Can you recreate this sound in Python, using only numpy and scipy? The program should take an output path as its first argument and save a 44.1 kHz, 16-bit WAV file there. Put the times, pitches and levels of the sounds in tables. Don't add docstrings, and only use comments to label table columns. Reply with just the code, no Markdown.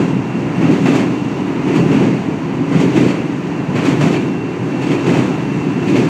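import sys
import numpy as np
from scipy import signal
from scipy.fft import rfft, irfft, next_fast_len
from scipy.io import wavfile
from scipy.ndimage import uniform_filter1d

SR = 44100
rng = np.random.default_rng(int(sys.argv[2]) if len(sys.argv) > 2 else 0)


def gain_from_db(level_db):
    decades = np.asarray(level_db, float) / 20
    return 10 ** decades


def wav_record(signal):
    frames = np.transpose(np.atleast_2d(signal))
    bounded = np.clip(frames, -1, 1)
    quanta = np.round(bounded * 32767).astype(np.int16)
    wavfile.write(sys.argv[1], SR, quanta)


N = 268559


def rms_one(x):
    return x / np.sqrt(np.mean(x ** 2) + 1e-20)


def in_time(rows):
    s, *columns = np.transpose(rows)
    return [np.interp(np.arange(N) / SR, s, column) for column in columns]


def drift(rate_hz):
    r = np.exp(-80 * np.pi * rate_hz / SR)
    noise = rng.standard_normal(N // 40 + 2002)
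    slow = signal.lfilter([1], [1, -2 * r, r * r], noise)[2000:]
    return np.interp(np.arange(N) / 40, np.arange(len(slow)), rms_one(slow))


def resonate(x, hz, width_hz):
    r = np.exp(-np.pi * width_hz / SR)
    zeros = np.array([1, 0, -1]) * (1 - r * r) / 2
    poles = [1, -2 * r * np.cos(2 * np.pi * hz / SR), r * r]
    return signal.lfilter(zeros, poles, x)


def octave_slices(colour):
    size = next_fast_len(N)
    hz = np.maximum(np.arange(size // 2 + 1) * SR / size, 1)
    colour_hz, colour_db = np.transpose(colour)
    shape = gain_from_db(np.interp(np.log(hz), np.log(colour_hz), colour_db, right=-90))
    spectrum = rfft(rng.standard_normal(size)) * shape / np.sqrt(np.mean(shape ** 2))
    for centre in 30 * 2 ** np.arange(0, 9.6, .5):
        share = np.cos(np.pi / 2 * np.clip(2 * np.log2(hz / centre), -1, 1)) ** 2
        yield centre, irfft(spectrum * share, size)[:N]


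def mode_cluster(modes, level_db, thump_db):
    force = rng.standard_normal((len(modes), N))
    blows = np.zeros(N)
    hits = [max(round((row[0] + .012) * SR), 0) for row in AXLES]
    blows[hits] = gain_from_db([row[1] + row[2] for row in AXLES])
    ringing, thumps = 0, 0
    for push, (hz, width_hz, db) in zip(force, modes):
        ringing = ringing + gain_from_db(db) * resonate(push, hz, width_hz) / np.sqrt(width_hz)
        thumps = thumps + gain_from_db(db) * resonate(blows, hz, width_hz) / width_hz
    swing = np.sqrt(uniform_filter1d(rms_one(ringing) ** 2, size=SR // 25) + 0.046)
    ringing = ringing / swing ** 0.7
    steep = signal.butter(3, [108, 520], "band", fs=SR, output="sos")
    return signal.sosfilt(steep, gain_from_db(level_db) * rms_one(ringing) + gain_from_db(thump_db) * SR * thumps)


# time in seconds, level of the lower modes in dB, of the upper modes in dB.
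BOOM_CURVE = [(0.0, -9, -12), (0.03, -18.5, -17), (0.2, -18, -21), (0.25, -24, -23.5), (0.46, -16, -22),
              (0.54, -24, -21), (0.57, -18, -25), (0.64, -13.5, -14.5), (0.68, -18, -18), (0.71, -13, -10),
              (0.78, -23, -17), (0.83, -13, -17.5), (0.86, -20.5, -11.5), (1.12, -19, -18),
              (1.15, -25, -18), (1.25, -19, -21.5), (1.56, -26, -17.5), (1.59, -16.5, -19.5),
              (1.63, -26, -21), (1.7, -17, -13), (1.73, -21, -16), (1.8, -10.5, -11.5), (1.81, -13, -17.5),
              (1.95, -16.5, -10.5), (2.05, -11.5, -14), (2.09, -15, -14), (2.22, -20.5, -27.5),
              (2.26, -23, -23), (2.29, -17.5, -16), (2.36, -21.5, -23.5), (2.63, -22, -20),
              (2.66, -25, -22.5), (2.76, -17.5, -13), (2.78, -5, -22), (2.81, -22, -12.5),
              (2.86, -12.5, -9.5), (2.93, -22, -20), (2.97, -14.5, -9.5), (3.05, -16, -12.5),
              (3.14, -21, -19), (3.42, -22, -22), (3.56, -24, -24.5), (3.6, -19, -18.5), (3.65, -24, -24),
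              (3.68, -17.5, -26.5), (3.78, -16.5, -17.5), (3.83, -24, -15.5), (3.92, -15, -15.5),
              (3.97, -18, -18.5), (4.05, -13, -14), (4.09, -15, -16), (4.16, -21, -14.5), (4.19, -19, -18),
              (4.58, -26, -22.5), (4.61, -16, -26), (4.65, -23, -19), (4.85, -20.5, -20),
              (4.94, -16, -12.5), (4.97, -26, -18), (5.02, -25.5, -18.5), (5.11, -13, -9.5),
              (5.15, -21, -18.5), (5.19, -15, -13), (5.22, -20, -16), (5.41, -21, -22), (5.63, -19, -20),
              (5.85, -21, -19.5), (5.9, -14, -11.5), (6.02, -15, -12.5), (6.09, -20, -16.5)]
# frequency in Hz, width in Hz, level in dB.
LOWER_MODES = [(130.2, 14, 0), (163.2, 18.7, 2.5), (187.2, 12.7, -1.5), (212.7, 35, -4.5)]
# frequency in Hz, width in Hz, level in dB.
UPPER_MODES = [(260, 16.4, 1.5), (288, 20, 3.5), (309, 21, -4.5), (350.7, 22, -1.5), (391.2, 16, -5.5),
               (432, 12, -10.5), (481, 18, -13.5)]


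def girders():
    lower_db, upper_db = in_time(BOOM_CURVE)
    lower = mode_cluster(LOWER_MODES, lower_db, thump_db=-10.5)
    return lower + mode_cluster(UPPER_MODES, upper_db, thump_db=-11)


# time in seconds, level in dB, extra brightness in dB.
ROLL_CURVE = [(0.0, -29, -0.5), (0.47, -26.5, -1), (0.85, -26.5, 4), (1.07, -28.5, 2.5), (1.58, -26, -1),
              (1.88, -25, 2), (2.36, -29, 0), (2.61, -27.5, -1), (2.95, -27.5, 5), (3.15, -28, -2),
              (3.32, -28.5, 1), (3.65, -27.5, -1), (3.95, -26, 0), (4.05, -27, 4), (4.21, -29, 1),
              (4.43, -29, -1), (4.68, -27.5, 0), (5.07, -26, 2.5), (5.44, -28, 1.5), (5.73, -26.5, 0),
              (6.09, -24.5, 1)]
# frequency in Hz, density in dB per Hz.
ROLL_COLOUR = [(30, -32), (60, -8.5), (95, 2.5), (550, -0.5), (1010, 0.5), (1080, -3.5), (1500, -7.5),
               (2750, -8.5), (3300, -19), (4100, -21.5), (6600, -24), (8300, -32.5), (9800, -43),
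               (15500, -48.5)]
# frequency in Hz, width in Hz, level in dB.
PANELS = [(1005, 23, -47), (4520, 460, -58), (4680, 31, -68)]


def rolling(patchy_db):
    level_db, bright_db = in_time(ROLL_CURVE)
    together, out = drift(8), 0
    for hz, band in octave_slices(ROLL_COLOUR):
        high = np.clip(np.log2(hz / 2000), 0, 1)
        patches = .5 * together + drift(9)
        out = out + band * gain_from_db(high * bright_db + patchy_db * patches)
    for hz, width_hz, db in PANELS:
        once = resonate(rng.standard_normal(N), hz, width_hz)
        out = out + gain_from_db(db + 27) * rms_one(resonate(once, hz, width_hz))
    return gain_from_db(level_db) * out


# time in seconds, level in dB.
WHINE_LEVEL = [(0, -44), (.6, -45), (1.35, -45.5), (1.5, -57), (1.75, -43), (2.1, -53), (2.8, -53),
               (3.1, -47), (3.3, -49), (4.1, -50.5), (4.25, -41), (4.5, -43), (4.65, -51), (4.9, -39),
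               (5.3, -42.5), (5.7, -40), (6.09, -39)]
# time in seconds, frequency in Hz.
WHINE_PITCH = [(0, 2740), (1.4, 2731), (3.1, 2726), (4.3, 2712), (5.2, 2709), (6.09, 2701)]


def whine():
    (hz,), (db,) = in_time(WHINE_PITCH), in_time(WHINE_LEVEL)
    waver_hz, waver_db = 3.5, 2.2
    gain = np.sqrt(2) * gain_from_db(db + waver_db * drift(18))
    return gain * np.sin(2 * np.pi * np.cumsum(hz + waver_hz * drift(10.5)) / SR)


# frequency in Hz, density in dB per Hz.
CLANG_COLOUR = [(300, -23), (520, 0.5), (1000, -5.5), (1500, -9), (2550, -6.5), (3300, -14.5), (3900, -19),
                (4600, -18), (5800, -21.5), (7000, -21.5), (8400, -28.5), (9600, -38.5), (12500, -42),
                (15500, -49)]
# time in seconds, clang level in dB, dull part in dB, bright part in dB,
# rise in seconds, 60 dB decay in seconds.
AXLES = [(-.03, -36, 3.5, 2.5, .02, 0.75), (.60, -30.5, 2, -6, 0.022, 0.66),
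         (0.689, -32, 2, 2.5, 0.03, 0.32), (.845, -26, 1.5, -1.5, 0.019, 0.74),
         (0.939, -28, 1, 4.5, 0.024, 0.29), (1.656, -32, -5, -5, 0.027, 0.84),
         (1.745, -29.5, 0, 3, 0.018, 0.23), (1.898, -30, 2, -2, .025, 0.88),
         (2.0, -40, 2, -0.5, 0.014, 0.3), (2.702, -31, 0.5, -2, 0.031, 1), (2.79, -31, -2, 5, 0.014, 0.2),
         (2.945, -26.5, -0.5, -0.5, 0.029, 0.83), (3.051, -28.5, 6, 5, 0.04, 0.22),
         (3.744, -29, -2, -2.5, 0.018, 0.8), (3.835, -27, 1, 2.5, 0.026, 0.47),
         (4.0, -27, 2.5, 3, 0.017, 0.47), (4.092, -27, -1.5, -1.5, 0.039, 0.53),
         (4.799, -33, -9, -0.5, .03, .7), (4.894, -27.5, -1, 0.5, .03, 0.25),
         (5.054, -29.5, 3, 0.5, 0.021, 1), (5.155, -33, 8.5, 6.5, .03, 0.29),
         (5.86, -31, -8, -0.5, 0.024, .7), (5.945, -26.5, -5, -0.5, 0.013, 0.5)]


def joints(rattle_db):
    t = np.arange(0, N + 32, 32) / SR
    step = np.arange(N) / 32
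    s, clang_db, dull_db, bright_db, rise, t60 = np.transpose(AXLES)[:, :, None]
    age = np.maximum(t - s, 0)
    swell = np.sin(np.pi / 2 * np.minimum(age / np.maximum(rise, .003), 1)) ** 2
    approach = gain_from_db(-11 + 250 * np.minimum(t - s, 0))
    together, out = drift(25), 0
    for hz, band in octave_slices(CLANG_COLOUR):
        lean = np.clip(np.log2(hz / 2400) / 0.89, -1, 1)
        tone_db = clang_db + np.maximum(-lean, 0) * dull_db + max(lean, 0) * bright_db
        band_t60 = t60 * (hz / 2400) ** -.08
        fade_db = -60 * (age / band_t60) ** 1.336
        power = np.sum((np.maximum(swell, approach) * gain_from_db(tone_db + fade_db)) ** 2, axis=0)
        envelope = np.interp(step, np.arange(len(t)), np.sqrt(power))
        out = out + band * envelope * gain_from_db(rattle_db * together)
    return gain_from_db(5.5) * out


# frequency in Hz, level in dB, 60 dB decay in seconds.
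WHEEL_MODES = [(569, 0, 0.24), (693, 1, .2), (849, -2.5, 0.24), (1022, -2, .2), (1157, -5, .15),
               (1726, -6.5, .15), (1960, -3, .15), (2186, -2, 0.22), (2345, -5, 0.16), (2480, -4.5, 0.16),
               (2650, -3.5, 0.21), (3095, -5.5, 0.17), (4440, -10.5, 0.18)]


def wheel_rings(level_db, spread_db):
    out, t = np.zeros(N + SR), np.arange(SR // 4) / SR
    hz, mode_db, t60 = np.transpose(WHEEL_MODES)[:, :, None]
    soft_start = np.minimum(t / 0.0043, 1)
    for s, clang_db, dull_db, bright_db, rise, _ in AXLES:
        contacts = rise * .7 + np.array([0, .017, .04, .062]) * rng.uniform(.7, 1.3, 4)
        for late in contacts:
            strength, tuning, phase = rng.standard_normal((3, len(hz), 1))
            db = clang_db + level_db + mode_db + spread_db * strength - 60 * late - 60 * t / t60
            tone = np.sin(2 * np.pi * (hz * (1 + .012 * tuning) * t + phase))
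            at = max(round((s + late) * SR), 0)
            out[at:][:len(t)] += np.sum(gain_from_db(db) * tone, axis=0) * soft_start
    return out[:N]


# start in seconds, peak level in dB, frequency in Hz, 60 dB decay in seconds.
FITTINGS = [(.015, -50, 11100, .12), (.555, -43, 8400, .1), (.725, -52, 11010, .12), (2.0, -56, 11010, .15),
            (4.266, -38, 13000, .0015), (.89, -56, 11010, .2), (1.03, -60, 11010, .15),
            (3.89, -56, 11010, .15), (5.125, -52, 11010, .12), (5.2, -58, 11010, .15),
            (5.716, -40, 10000, .0015), (5.69, -46, 8500, .002), (5.735, -46, 9000, .002),
            (5.955, -56, 10600, .06)]


def fittings():
    out = np.zeros(N)
    for s, db, hz, t60 in FITTINGS:
        at = round(s * SR)
        t = np.arange(min(SR // 6, N - at)) / SR
        attack = np.minimum(t / (.1 * t60), 1)
        out[at:at + len(t)] += gain_from_db(db - 60 * t / t60) * np.sin(2 * np.pi * hz * t) * attack
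    return out


# start in seconds, peak level in dB, frequency in Hz.
KNOCKS = [(0.151, -7.5, 206), (0.277, -11, 253), (0.351, -3, 228), (0.577, -5, 170), (0.636, -1, 258),
          (0.689, -3, 288), (0.826, -3, 195), (0.898, -4, 278), (0.95, 1, 288), (1.002, -3, 216),
          (1.47, -8.5, 186), (1.665, -5, 269), (1.844, -11, 171), (2.076, -11, 266), (2.283, -5, 170),
          (2.393, -7, 170), (2.45, -9, 180), (2.488, -6, 264), (2.605, -1, 267), (2.677, -6.5, 151),
          (2.746, 3, 161), (2.957, 1, 288), (3.184, -2.5, 290), (3.231, -11, 248), (3.289, -8.5, 290),
          (3.502, -7, 293), (3.74, -5, 187), (3.883, 1, 288), (3.996, -3, 145), (4.032, 1, 170),
          (4.593, -12, 147), (4.915, -9, 268), (4.962, -3.5, 273), (5.174, -4.5, 143), (5.295, -5, 257),
          (5.563, -7, 153), (5.666, -1.5, 279), (5.699, -7, 256), (5.757, -4, 250), (5.819, -8, 300)]


def knocks(share_db, cycles):
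    out, t = np.zeros(N + SR), np.arange(SR // 8) / SR
    for s, db, hz in KNOCKS:
        turn = hz * t / cycles
        push = np.e * turn * np.exp(-turn)
        out[round(s * SR):][:len(t)] -= gain_from_db(db + share_db) * push * np.sin(2 * np.pi * hz * t)
    return out[:N]


def scene():
    boom = girders() + knocks(share_db=-8.5, cycles=1.56)
    blows = joints(rattle_db=0.9) + wheel_rings(level_db=-8, spread_db=6)
    return (boom + rolling(patchy_db=0.66) + blows + whine() + fittings())[None]


def low_pass(x):
    return signal.sosfilt(signal.butter(12, 15210, fs=SR, output="sos"), x)


def record(dry):
    dry = dry - 0.45 * resonate(dry, hz=5090, width_hz=660)
    knee = .85
    over = np.maximum(np.abs(dry) - knee, 0)
    excess = over - (1 - knee) * np.tanh(over / (1 - knee))
    rounded = dry - np.sign(dry) * excess
    return low_pass(rounded)


dry = scene()
out = record(dry)
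wav_record(out)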